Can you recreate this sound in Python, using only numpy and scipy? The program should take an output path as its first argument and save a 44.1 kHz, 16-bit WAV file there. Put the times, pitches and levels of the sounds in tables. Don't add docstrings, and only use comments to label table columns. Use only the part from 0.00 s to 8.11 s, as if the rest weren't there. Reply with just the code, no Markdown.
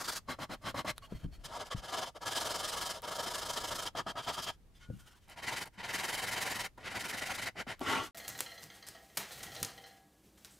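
import sys
import numpy as np
from scipy import signal
from scipy.fft import rfft, irfft, next_fast_len
from scipy.io import wavfile
from scipy.ndimage import uniform_filter1d

SR = 44100
rng = np.random.default_rng(int(sys.argv[2]) if len(sys.argv) > 2 else 0)


def materialize(psi):
    bounded = np.clip(np.atleast_2d(psi).T, -1, 1)
    quanta = np.round(bounded * 32767).astype(np.int16)
    wavfile.write(sys.argv[1], SR, quanta)


def ratio_of_db(decibels):
    return 10 ** (np.asarray(decibels, float) / 20)


N = 357651
SIZE = next_fast_len(N)
HZ = np.fft.rfftfreq(SIZE, 1 / SR)
T = np.arange(N) / SR


def evened(x):
    return x / np.sqrt(np.mean(x ** 2) + 1e-20)


def read(points, at):
    hz, value = np.transpose(points)
    return np.interp(np.log(at + 1), np.log(hz + 1), value)


def shaped(x, gain):
    return irfft(rfft(x, SIZE) * gain, SIZE)[..., :N]


def add(mix, start_s, sound):
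    part = mix[..., round(start_s * SR):][..., :sound.shape[-1]]
    part += sound[..., :part.shape[-1]]


def knock(level_db, pitch_hz, t60_s, rise_s):
    t = np.arange(8000) / SR
    decay = ratio_of_db(level_db - 60 * t / abs(t60_s))
    return -decay * (1 - np.exp(-t / rise_s)) * np.sin(2 * np.pi * pitch_hz * t)


# first_s, middle_s, last_s
RUNS = [
    (0.016, 0.092, 0.168),
    (1.852, 1.964, 2.075),
    (2.277, 2.603, 2.909),
    (3.048, 3.465, 3.868),
    (4.19, 4.343, 4.484),
    (5.441, 5.533, 5.624),
    (5.803, 6.238, 6.653),
    (6.874, 7.187, 7.472),
]
RUN_STROKES = [5, 6, 15, 23, 7, 5, 19, 15]
# rasp_db, ring_rel_db, fizz_rel_db
PUSH = [(-40, -1, -3), (-42.5, 4, -6), (-42, 1, -2), (-43.5, 1.7, -3.5), (-42, 1.5, -2.7), (-42, -1.5, -4),
        (-41, -3.5, -5.5), (-41.5, -4, -7.5)]
# rasp_db, ring_rel_db, fizz_rel_db
PULL = [(-43, -3, -3.5), (-43, 2.3, -5), (-44.5, 1, -0.5), (-47, 2, 0), (-51, -1, 5.5), (-38.5, -5.5, -6),
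        (-40.5, -4, -2.5), (-43.5, -6.5, -4)]
# first_stroke_db, last_stroke_db, ring_drift_db, first_fizz_db
EFFORT = [(-5.5, -2, -4, -3), (-10.5, -6.5, 1, -1.5), (-0.3, -0.9, -1, -1.5), (-6, -0.3, -3.5, -2),
          (-4, -1.7, -3, -7.5), (-4, -3, 2, -6.5), (-7.5, -1.5, 0.8, -15), (-2.5, 2, -0.5, -10.5)]
# first_speed_up_ms, last_slow_down_ms
RUN_EDGES = [(30, 30.6), (39, 34.5), (31, 27), (32, 29.7), (37, 38), (29, 27.6), (33, 30), (48.5, 32)]
PRESS_DB = [
    (-0.5, -0.92, -0.5, -0.0, 1.0),
    (2, -2.0, -1, 0.5, 0.5, -0.5),
    (-0.5, 0.5, 1.5, -0.0, -0.5, -1, -0.5, 0, -1, 0.5, -1, -2, 1.5, -1.5, -0.0),
    (-1, 2, -1, -2.5, 0.5, 0.5, 1, 0, 0.5, 1, 1, -0.5, -0.5, -2.5, 1.5, -0.5, 0.5, 1.0, -0.5, -1, 0.5, -1, 0.5),
    (0, -1.5, 2.5, -0.5, -0.5, 0.5, -0.0),
    (-2, 2, 0.5, -2.5, 1.5),
    (0.0, -0.61, 1.5, 0.22, -0.5, -0.7, 0.9, -1.0, 0.5, -1.0, -0.4, -0.066, -1.2, 1.5, -0.0, 0.22, -0.9, 1.5, 0.5),
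    (-1, -1, 1.5, 1.5, -2.0, 0.5, 0, 0.5, -0.5, 0.5, -1, 0.5, -1.5, -0.5, 0),
]
# full_speed_s, rasp_db, ring_rel_db, speed_up_ms, slow_down_ms
SWIPES = [(0.307, -45, -1, 34, 53), (0.431, -46, 0.5, 50, 32), (0.534, -47.5, 1.5, 48, 31),
          (0.681, -43.5, -0.5, 54, 43), (0.797, -43.5, 0, 57, 30.5), (0.897, -39, -2.5, 42, 27),
          (1.568, -53.5, 7.5, 96, 27), (5.39, -52, -2.5, 36, 36), (3.986, -43, 4, 35, 41.5),
          (4.099, -46.5, 4.5, 42, 28.4), (7.605, -42.5, -3, 49, 30.5), (7.701, -44, -4, 36, 56),
          (7.916, -34.5, -5.5, 89, 70), (7.956, -38, -3.5, 25, 105)]
# rel_db, late_ms
SWIPE_FIZZ = [(-.5, 3), (.5, 3), (-.5, 3), (-.5, 18), (.5, -3), (.5, 8), (.5, 3), (.5, -3), (.5, -3),
              (.5, 8), (-.5, 8), (-.5, 10), (.5, 3), (.5, 3)]
# full_speed_s, rasp_db,
# ring_rel_db, fizz_rel_db, half_length_ms
TRIES = [(1.457, -50.5, -3, -1.5, 24), (4.83, -64, -13, -22, 51), (4.995, -75, -7, -0.5, 190),
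         (5.315, -58.5, -2, -9, 47), (5.005, -68, -5, 2, 22), (1.614, -48.5, 5.5, -9, 34),
         (1.669, -57, 2, -3.5, 32), (1.724, -45, -1.5, -11, 25), (1.783, -54.5, 0, -6, 38),
         (2.232, -51.5, 5, -7, 27.5), (2.956, -53, 3, -4, 57), (4.535, -71.5, -7, -1, 34),
         (0.628, -67, 2, -1.2, 21), (7.835, -51.5, 0, -7, 41), (5.668, -57, 1.5, -6, 26),
         (5.745, -70, -3, -8, 25), (8.047, -51.5, -5, -0.5, 53)]
# full_speed_s, rasp_db, ring_rel_db, half_length_ms
SLIDES = [(0.978, -67, -5, 22), (1.045, -62.5, -3, 40), (1.124, -67, 7, 44), (1.163, -64.5, -6.2, 33),
          (1.203, -68, -5, 34), (1.243, -67.5, 3.5, 32), (1.346, -64.5, -7, 41), (1.414, -75, 2, 42),
          (1.49, -62.5, 4, 30), (2.166, -59.5, 9.5, 23.6), (4.768, -72, -15, 38), (5.078, -63.5, -4, 29),
          (5.123, -69, -3, 29), (5.17, -71, -3, 37), (5.242, -74.5, -10, 52), (5.76, -71.5, 1, 33),
          (6.815, -61.5, 0.1, 51)]
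GRIP_ENDS = [.24, .95, 1.42, 3.01, 3.92, 4.6, 5.25, 6.72, 7.78]
GRIP_FIZZ_DB = [-6, -12, -5, -6, -5, -7.5, -6, -14, -16, -14.5]


def strokes(overlap=0.69, wind_up=1.2, wind_down=0.76, fizz_lag=1.95, uneven_db=0.92):
    def grip_fizz(s):
        return GRIP_FIZZ_DB[np.searchsorted(GRIP_ENDS, s)]

    rows = []
    for (s, db, ring_db, up, down), (more_db, late) in zip(SWIPES, SWIPE_FIZZ):
        rows.append((s, db, ring_db, grip_fizz(s) + more_db, up, down, late))
    for s, db, ring_db, half in SLIDES:
        rows.append((s, db, ring_db, grip_fizz(s), half, half, 0))
    for s, db, ring_db, fizz_db, half in TRIES:
        rows.append((s, db, ring_db, fizz_db, half, half, 0))
    runs = zip(RUNS, RUN_STROKES, RUN_EDGES, PUSH, PULL, EFFORT, PRESS_DB)
    for times, n, (up, down), push, pull, effort, press in runs:
        first_db, last_db, drift_db, dull_db = effort
        k = np.arange(n)
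        along = k / (n - 1)
        s = np.polyval(np.polyfit([0, .5, 1], times, 2), along)
        start, end = np.exp(-k / wind_up), np.exp(-k[::-1] / wind_down)
        levels = np.where(k % 2, np.array(pull)[:, None], np.array(push)[:, None])
        db, ring_db, fizz_db = levels + uneven_db * rng.standard_normal((n, 3)).T
        db = db + np.array(press) + first_db * start + last_db * end
        ring_db = ring_db + drift_db * (along - .5)
        fizz_db = fizz_db + dull_db * np.exp(-(k / fizz_lag) ** 2)
        gaps = overlap * 1000 * np.diff(s)
        rows += zip(s, db, ring_db, fizz_db, [up, *gaps], [*gaps, down], 0 * s)
    return rows


LANDING_T60 = 0.021
# start_s, peak_db, pitch_hz
LANDINGS = [(0.285, -29, 1130), (0.387, -31, 1150), (0.494, -34, 310), (0.7425, -28.5, 566),
            (0.8455, -28, 583), (3.95, -29, 694), (4.064, -25, 715), (4.153, -33.5, 689),
            (6.777, -38.5, 894), (7.554, -41, 740), (7.667, -34.5, 689), (7.811, -24.5, 700)]


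def speeds(round_power=(1.3, 1.7, 2.3), graze_db=-20, graze_in=0.92, graze_out=1.14):
    power = np.zeros((3, N)) + 1e-14
    for s, db, ring_db, fizz_db, up, down, late in strokes():
        near = slice(max(round((s - .2) * SR), 0), round((s + .2) * SR))
        shift = late * np.array([[0], [0], [1]])
        ms = (T[near] - s) * 1000 - shift
        u = ms / np.where(ms < 0, up + shift, np.maximum(down - shift, 10))
        swing = abs(np.cos(np.pi / 2 * np.clip(u, -1, 1))) ** np.array(round_power)[:, None]
        swing += ratio_of_db(graze_db) * np.exp(-(u / np.where(ms < 0, graze_in, graze_out)) ** 2)
        power[:, near] += (ratio_of_db(db + np.array([[ring_db], [0], [fizz_db]])) * swing) ** 2
    t = T[:4000]
    for s, db, hz in LANDINGS:
        blow = ratio_of_db(db + np.array([[-9], [-22], [-30]]) - 60 * t / (4.0 * LANDING_T60))
        add(power, s, blow ** 2 * np.minimum(t / 0.0045, 1) ** 2)
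    return np.sqrt(power)


def grit(spread_db=2.0, chatter_db=0.67, patchy_db=1.4):
    size = ratio_of_db(spread_db * np.minimum(rng.exponential(1, (2, N)), 4))
    chatter = evened(uniform_filter1d(rng.standard_normal(N), size=150))
    tearing = size * rng.standard_normal((2, N)) * ratio_of_db(chatter_db * chatter)
    z = signal.stft(tearing, nperseg=512)[2]
    patches = rng.standard_normal(z.shape[:0:-1])
    patches = uniform_filter1d(patches, size=7, axis=0)
    patches = uniform_filter1d(patches, size=3, axis=1)
    return signal.istft(z * ratio_of_db(patchy_db * evened(patches).T), nperseg=512)[1][:, :N]


# pitch_hz, level_db (per Hz)
COLOURS = [
    [(150, -41), (250, -18), (1410, -8.5), (2710, -11), (4550, -7), (10800, -11), (15500, -13.5)],
    [(150, -57), (250, 3.5), (442, -8), (553, 2), (1160, -4.5), (2320, -17), (5130, -23), (15500, -30)],
    [(150, -55), (250, -27), (681, -2), (781, -15), (1100, -12.4), (9000, -33), (15500, -36)],
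    [(150, -53), (250, -8.5), (635, -2.5), (1050, -7.5), (2490, -11.5), (3060, -1.5), (10000, -16.5),
     (15500, -25)],
    [(150, -53), (250, -9.5), (560, -3.5), (1050, -8), (2490, -12), (3060, -1.5), (10000, -15.5),
     (15500, -23)],
    [(150, -47), (250, -3.5), (544, -5.5), (669, 0.5), (1270, -7), (2570, -12), (3220, -10), (15500, -37)],
    [(150, -55), (250, -22), (1250, -11), (1460, -13.5), (2620, -15), (15500, -23)],
    [(150, -31), (250, -5), (950, 4.5), (1270, -6), (1990, 0), (3450, -12.5), (10400, -20.5),
     (15500, -27.5)],
    [(150, -31), (250, -3), (800, 1), (1270, -5.5), (1990, -0.5), (3450, -13), (10400, -20.5),
     (15500, -27.5)],
    [(150, -37), (250, 13.5), (614, -2), (882, -5.5), (1360, -16.5), (1700, -22), (3110, -23), (15500, -48)],
]
# pitch_hz, width_hz, level_db
MODES_BY_GRIP = [
    [(1090, 56, -11), (3350, 21, 2), (4620, 220, -6)],
    [(1150, 13, 2), (2120, 42, -1.5), (3200, 240, -3.5), (4070, 190, 1), (5130, 49, 2)],
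    [(3190, 93, 3.5), (4370, 59, 7)],
    [(740, 210, 1.5), (949, 4.9, 8.5), (1200, 240, 5.5), (1673, 8.3, 7.5), (2100, 140, -3), (3060, 100, -5),
     (5010, 260, -5.5)],
    [(700, 212, 1.5), (951, 5.3, 9.5), (1230, 250, 5.5), (1671, 8.3, 6), (2115, 140, -3.5), (3090, 120, -7),
     (5060, 300, -6.5)],
    [(689, 64, -5), (965, 15, 2), (1246, 110, 4.5), (1660, 11, 2), (3180, 180, 3), (4860, 470, -3)],
    [(3160, 120, -3), (3500, 37, -10)],
    [(740, 96, -15.5), (1424, 7.4, -5.5), (2120, 250, -14), (3074, 68, 2), (3850, 250, -4.5),
     (4620, 870, -9)],
    [(740, 96, -12), (1440, 30, -4), (2100, 300, -10), (3072, 90, 1), (3850, 230, -5), (4620, 900, -8.5)],
    [(894, 32, 13.5), (1130, 22, 14.5), (1370, 87, 8), (1960, 180, 3), (2930, 200, -1.5)],
]
# pitch_hz, likeness (0 to 1)
SAME = [(180, 0.68), (550, .96), (4000, 0.92), (9500, 0.92), (13000, 0.76)]
# pitch_hz, level_db
LEAN = [(60, 15), (380, 1.5), (2380, 0.5), (15000, -1)]


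def wood(drive, ring_out_db=5):
    grip = np.searchsorted(GRIP_ENDS, T)
    low = 1 / (1 + (HZ / 1500) ** 12)
    high = 1 / (1 + (7000 / (HZ + 1)) ** 6)
    bands = np.sqrt(abs(np.array([low, 1 - low - high, high])))
    same = np.clip(read(SAME, HZ), 0, 1)
    side = np.sqrt((1 - same) / (1 + same))
    a, b = rfft(drive, SIZE)
    pair = np.array([a + side * b, a - side * b]) * ratio_of_db(np.outer([.5, -.5], read(LEAN, HZ)))
    out = np.zeros((3, 2, N))
    for k, (colour, modes) in enumerate(zip(COLOURS, MODES_BY_GRIP)):
        body = 1
        for hz, width, db in modes:
            body = body + ratio_of_db(db + ring_out_db) / (1 + 2j * (HZ - hz) / (abs(width) + 30))
        for band, gain in zip(out, bands):
            x = irfft(pair * ratio_of_db(read(colour, HZ)) * body * gain, SIZE)[:, :N]
            band += (grip == k) * x / np.sqrt(np.mean(x.mean(0) ** 2))
    return out


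# start_s, peak_db, pitch_hz, t60_s
THUDS = [(1.121, -25.5, 175, 0.028), (1.15, -27.5, 62, 0.046), (1.232, -37, 108, 0.16),
         (1.245, -17.5, 136, 0.023), (1.262, -32, 44.3, .12), (1.381, -42, 38, 0.27),
         (1.747, -20.5, 112, 0.032), (1.775, -34, 45, 0.13), (4.888, -30, 120, 0.027),
         (4.9, -24, 114, 0.044), (4.925, -39, 106, 0.12), (1.123, -24, 440, 0.013),
         (4.9, -33.5, 490, 0.037), (4.925, -43, 178, 0.18), (4.96, -50, 124, .3), (4.9, -50, 660, .03),
         (5.778, -43, 191, .08), (1.45, -44.5, 140, .1), (1.249, -31, 280, .035), (1.31, -44, 70, .25),
         (7.67, -38, 240, .06)]
# start_s, peak_db, crisp_rel_db, rustle_rel_db
SNAPS = [(0.9807, -28, -2, -18), (3.0201, -45, 10, 0), (3.9540, -44, -4, -10), (7.7940, -40, 4, -4),
         (5.658, -54, 13, 6), (5.676, -55, 12, 4), (5.2829, -66, 17, 8), (5.2989, -57, 18, 6),
         (7.8067, -44, 2, -2), (7.8372, -52, 14, 3), (0.9632, -64, 8, 4), (2.2190, -58, 9, 2),
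         (1.4464, -56, 9, 2), (7.8205, -59, 14, 4), (.7585, -52, 10, 2), (.8590, -53, 10, 2),
         (6.7760, -56, -4, -2), (1.1235, -50, -20, -20)]
SNAP_HZ = (1300, -3800)


def hits(thud_spread=.04, snap_t60=.004, rustle_t60=.015, crisp_hz=10500):
    out, t = np.zeros((2, N)), np.arange(800) / SR
    for s, db, hz, t60 in THUDS:
        ports = hz * (1 + thud_spread * np.array([[1], [-1]]))
        thud = knock(db, ports, t60, 0.0024) + knock(db - 28, 3.2 * ports, 0.055, 0.0021)
        add(out, s, thud * ratio_of_db([[1.4], [-1.4]]))
    for s, db, hz in LANDINGS:
        edge = knock(db + 1.5, hz, LANDING_T60, 0.0022)
        add(out, s, edge + knock(db - 9.0, 0.43 * hz, LANDING_T60, 0.0012))
    noises = rng.standard_normal((len(SNAPS), 2, 801))
    for (s, db, crisp_db, rustle_db), noise in zip(SNAPS, noises):
        crisp = knock(crisp_db + 1, crisp_hz * (1 + .08 * noise[0, 0]), .0015, .00002)[:800]
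        rustle = ratio_of_db(rustle_db - 4 - 60 * t / rustle_t60) * (noise[1, 1:] - .5 * noise[1, :-1])
        body = sum(knock(db - 3, hz, snap_t60, .0001)[:800] for hz in SNAP_HZ)
        add(out, s, ratio_of_db(db) * (crisp + rustle) + body)
    return out


# start_s, level_db, pitch_hz, width_hz, length_s
SQUEAKS = [(1.02, -56, 1115, 60, 0.042), (1.024, -64, 2880, 140, 0.045), (1.074, -66.5, 860, 60, .046),
           (1.71, -41.5, 1160, 110, 0.03), (1.706, -49, 560, 160, 0.033), (1.712, -52, 1750, 120, .028),
           (1.72, -53, 2030, 100, .014), (1.785, -55, 1200, 150, .016), (1.709, -53, 3100, 250, .034),
           (1.316, -71, 4350, 120, 0.05), (1.319, -65.5, 680, 50, 0.027), (4.745, -71, 3500, 90, 0.044),
           (4.803, -67.5, 1445, 20, .156), (4.805, -68, 1450, 60, .045), (4.81, -70, 3100, 150, 0.06),
           (4.805, -69, 2160, 200, .05), (4.81, -75, 1110, 50, .07), (4.985, -69, 1440, 50, 0.04),
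           (5.085, -76.5, 2850, 60, 0.085), (5.098, -76.5, 5250, 80, .035), (5.02, -73, 1450, 30, 0.08),
           (4.128, -60.5, 680, 60, 0.035), (5.105, -70, 1470, 90, .025), (5.137, -71, 1500, 120, .02),
           (5.1, -76, 1180, 60, .07), (4.925, -78, 2850, 60, .06), (4.75, -77, 5000, 150, .04),
           (5.0, -78, 3150, 70, .09), (1.14, -70, 2050, 120, .04), (1.195, -71, 1450, 80, .022),
           (1.225, -72, 1450, 80, .03), (1.23, -67, 3150, 150, .035), (1.05, -69, 3300, 100, .03),
           (1.14, -66, 680, 80, .03), (.61, -62, 620, 70, .03), (4.27, -45, 1300, 200, .04)]


def squeaks():
    out = np.zeros(N)
    noises = rng.standard_normal((len(SQUEAKS), 2, 12000))
    for (s, db, hz, width, length), noise in zip(SQUEAKS, noises):
        keep = np.exp(-np.pi * abs(width) / SR)
        push = 1.6 * (1 - keep) + (noise[0] + 1j * noise[1]) * np.sqrt(1 - keep)
        slip = signal.lfilter([1], [1, -keep], push)[3000:]
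        tone = evened((slip * np.exp(2j * np.pi * hz * T[:9000])).real)[:round(length * SR)]
        add(out, s, ratio_of_db(db) * tone * signal.windows.tukey(len(tone), .3))
    return out


SHAKE_DB = [-14, -5.5, -11, -16, -15.5, -11, -13, -9.5, -7.5, -8]
# pitch_hz, level_db (per Hz)
RUMBLE = [(12, -46.5), (20, -33), (113, 4), (141, -1), (177, 2), (285, -5), (400, -22), (520, -57),
          (880, -120)]
# start_s, level_db
CREAK = [(0.0, -63.5), (1.2, -58), (2.2, -68), (2.7, -59), (3.2, -65), (3.7, -58), (4.3, -65), (4.9, -60),
         (5.3, -67), (6.4, -64), (8.11, -66)]


def table(ring):
    noise = rng.standard_normal((3, N))
    low = evened(shaped(noise[0] + 0.51 * noise[1:], ratio_of_db(read(RUMBLE, HZ))))
    shake = uniform_filter1d(ring, size=600) * ratio_of_db(SHAKE_DB)[np.searchsorted(GRIP_ENDS, T)]
    t = T[:9000]
    for s, db, hz, t60 in THUDS:
        add(shake, s, ratio_of_db(db - 22.0 - 60 * t / 0.13) * np.minimum(t / 0.0041, 1))
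    deep_gain = (HZ / 22) ** 2 / (1 + (HZ / 30) ** 3.26)
    deep = evened(shaped(noise[1] + 0.62 * noise[[0, 2]], deep_gain))
    return low * shake + deep * ratio_of_db(np.interp(T, *np.transpose(CREAK)))


def room(x, t60=0.077, wet_db=-17):
    taps = np.zeros((2, 12000))
    at = np.arange(100, 11980, 20) + rng.integers(0, 20, (2, 594))
    np.put_along_axis(taps, at, rng.choice([-1., 1.], at.shape), 1)
    taps = signal.lfilter([1], [1, -.35], taps * ratio_of_db(-60 * np.arange(12000) / SR / t60))
    wet = signal.fftconvolve(x, taps / np.linalg.norm(taps[0]), axes=1)[:, :N]
    return x + ratio_of_db(wet_db) * wet


# pitch_hz, level_db (per Hz)
HUSH = [(12, -60), (20, -22), (32, -28), (44, -8), (65, 0), (137, -9.5), (233, -20), (655, -23),
        (15800, -36)]


def hush(level_db=-70):
    noise = rng.standard_normal((3, N))
    return ratio_of_db(level_db) * evened(shaped(noise[0] + 1.3 * noise[1:], ratio_of_db(read(HUSH, HZ))))


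def scene():
    levels = speeds()
    sanding = (wood(grit()) * levels[:, None]).sum(0)
    return room(sanding + hits() + squeaks()) + table(levels[0]) + hush()


def top_cut(x):
    return signal.sosfilt(signal.butter(12, 16500, fs=SR, output="sos"), x)


def record(dry):
    edge = np.clip((15900 - HZ) / 150, .003, 1)
    limited = shaped(dry, edge / (1 + (HZ / 15500) ** 18.0))
    return top_cut(limited)


dry = scene()
out = record(dry)
materialize(out)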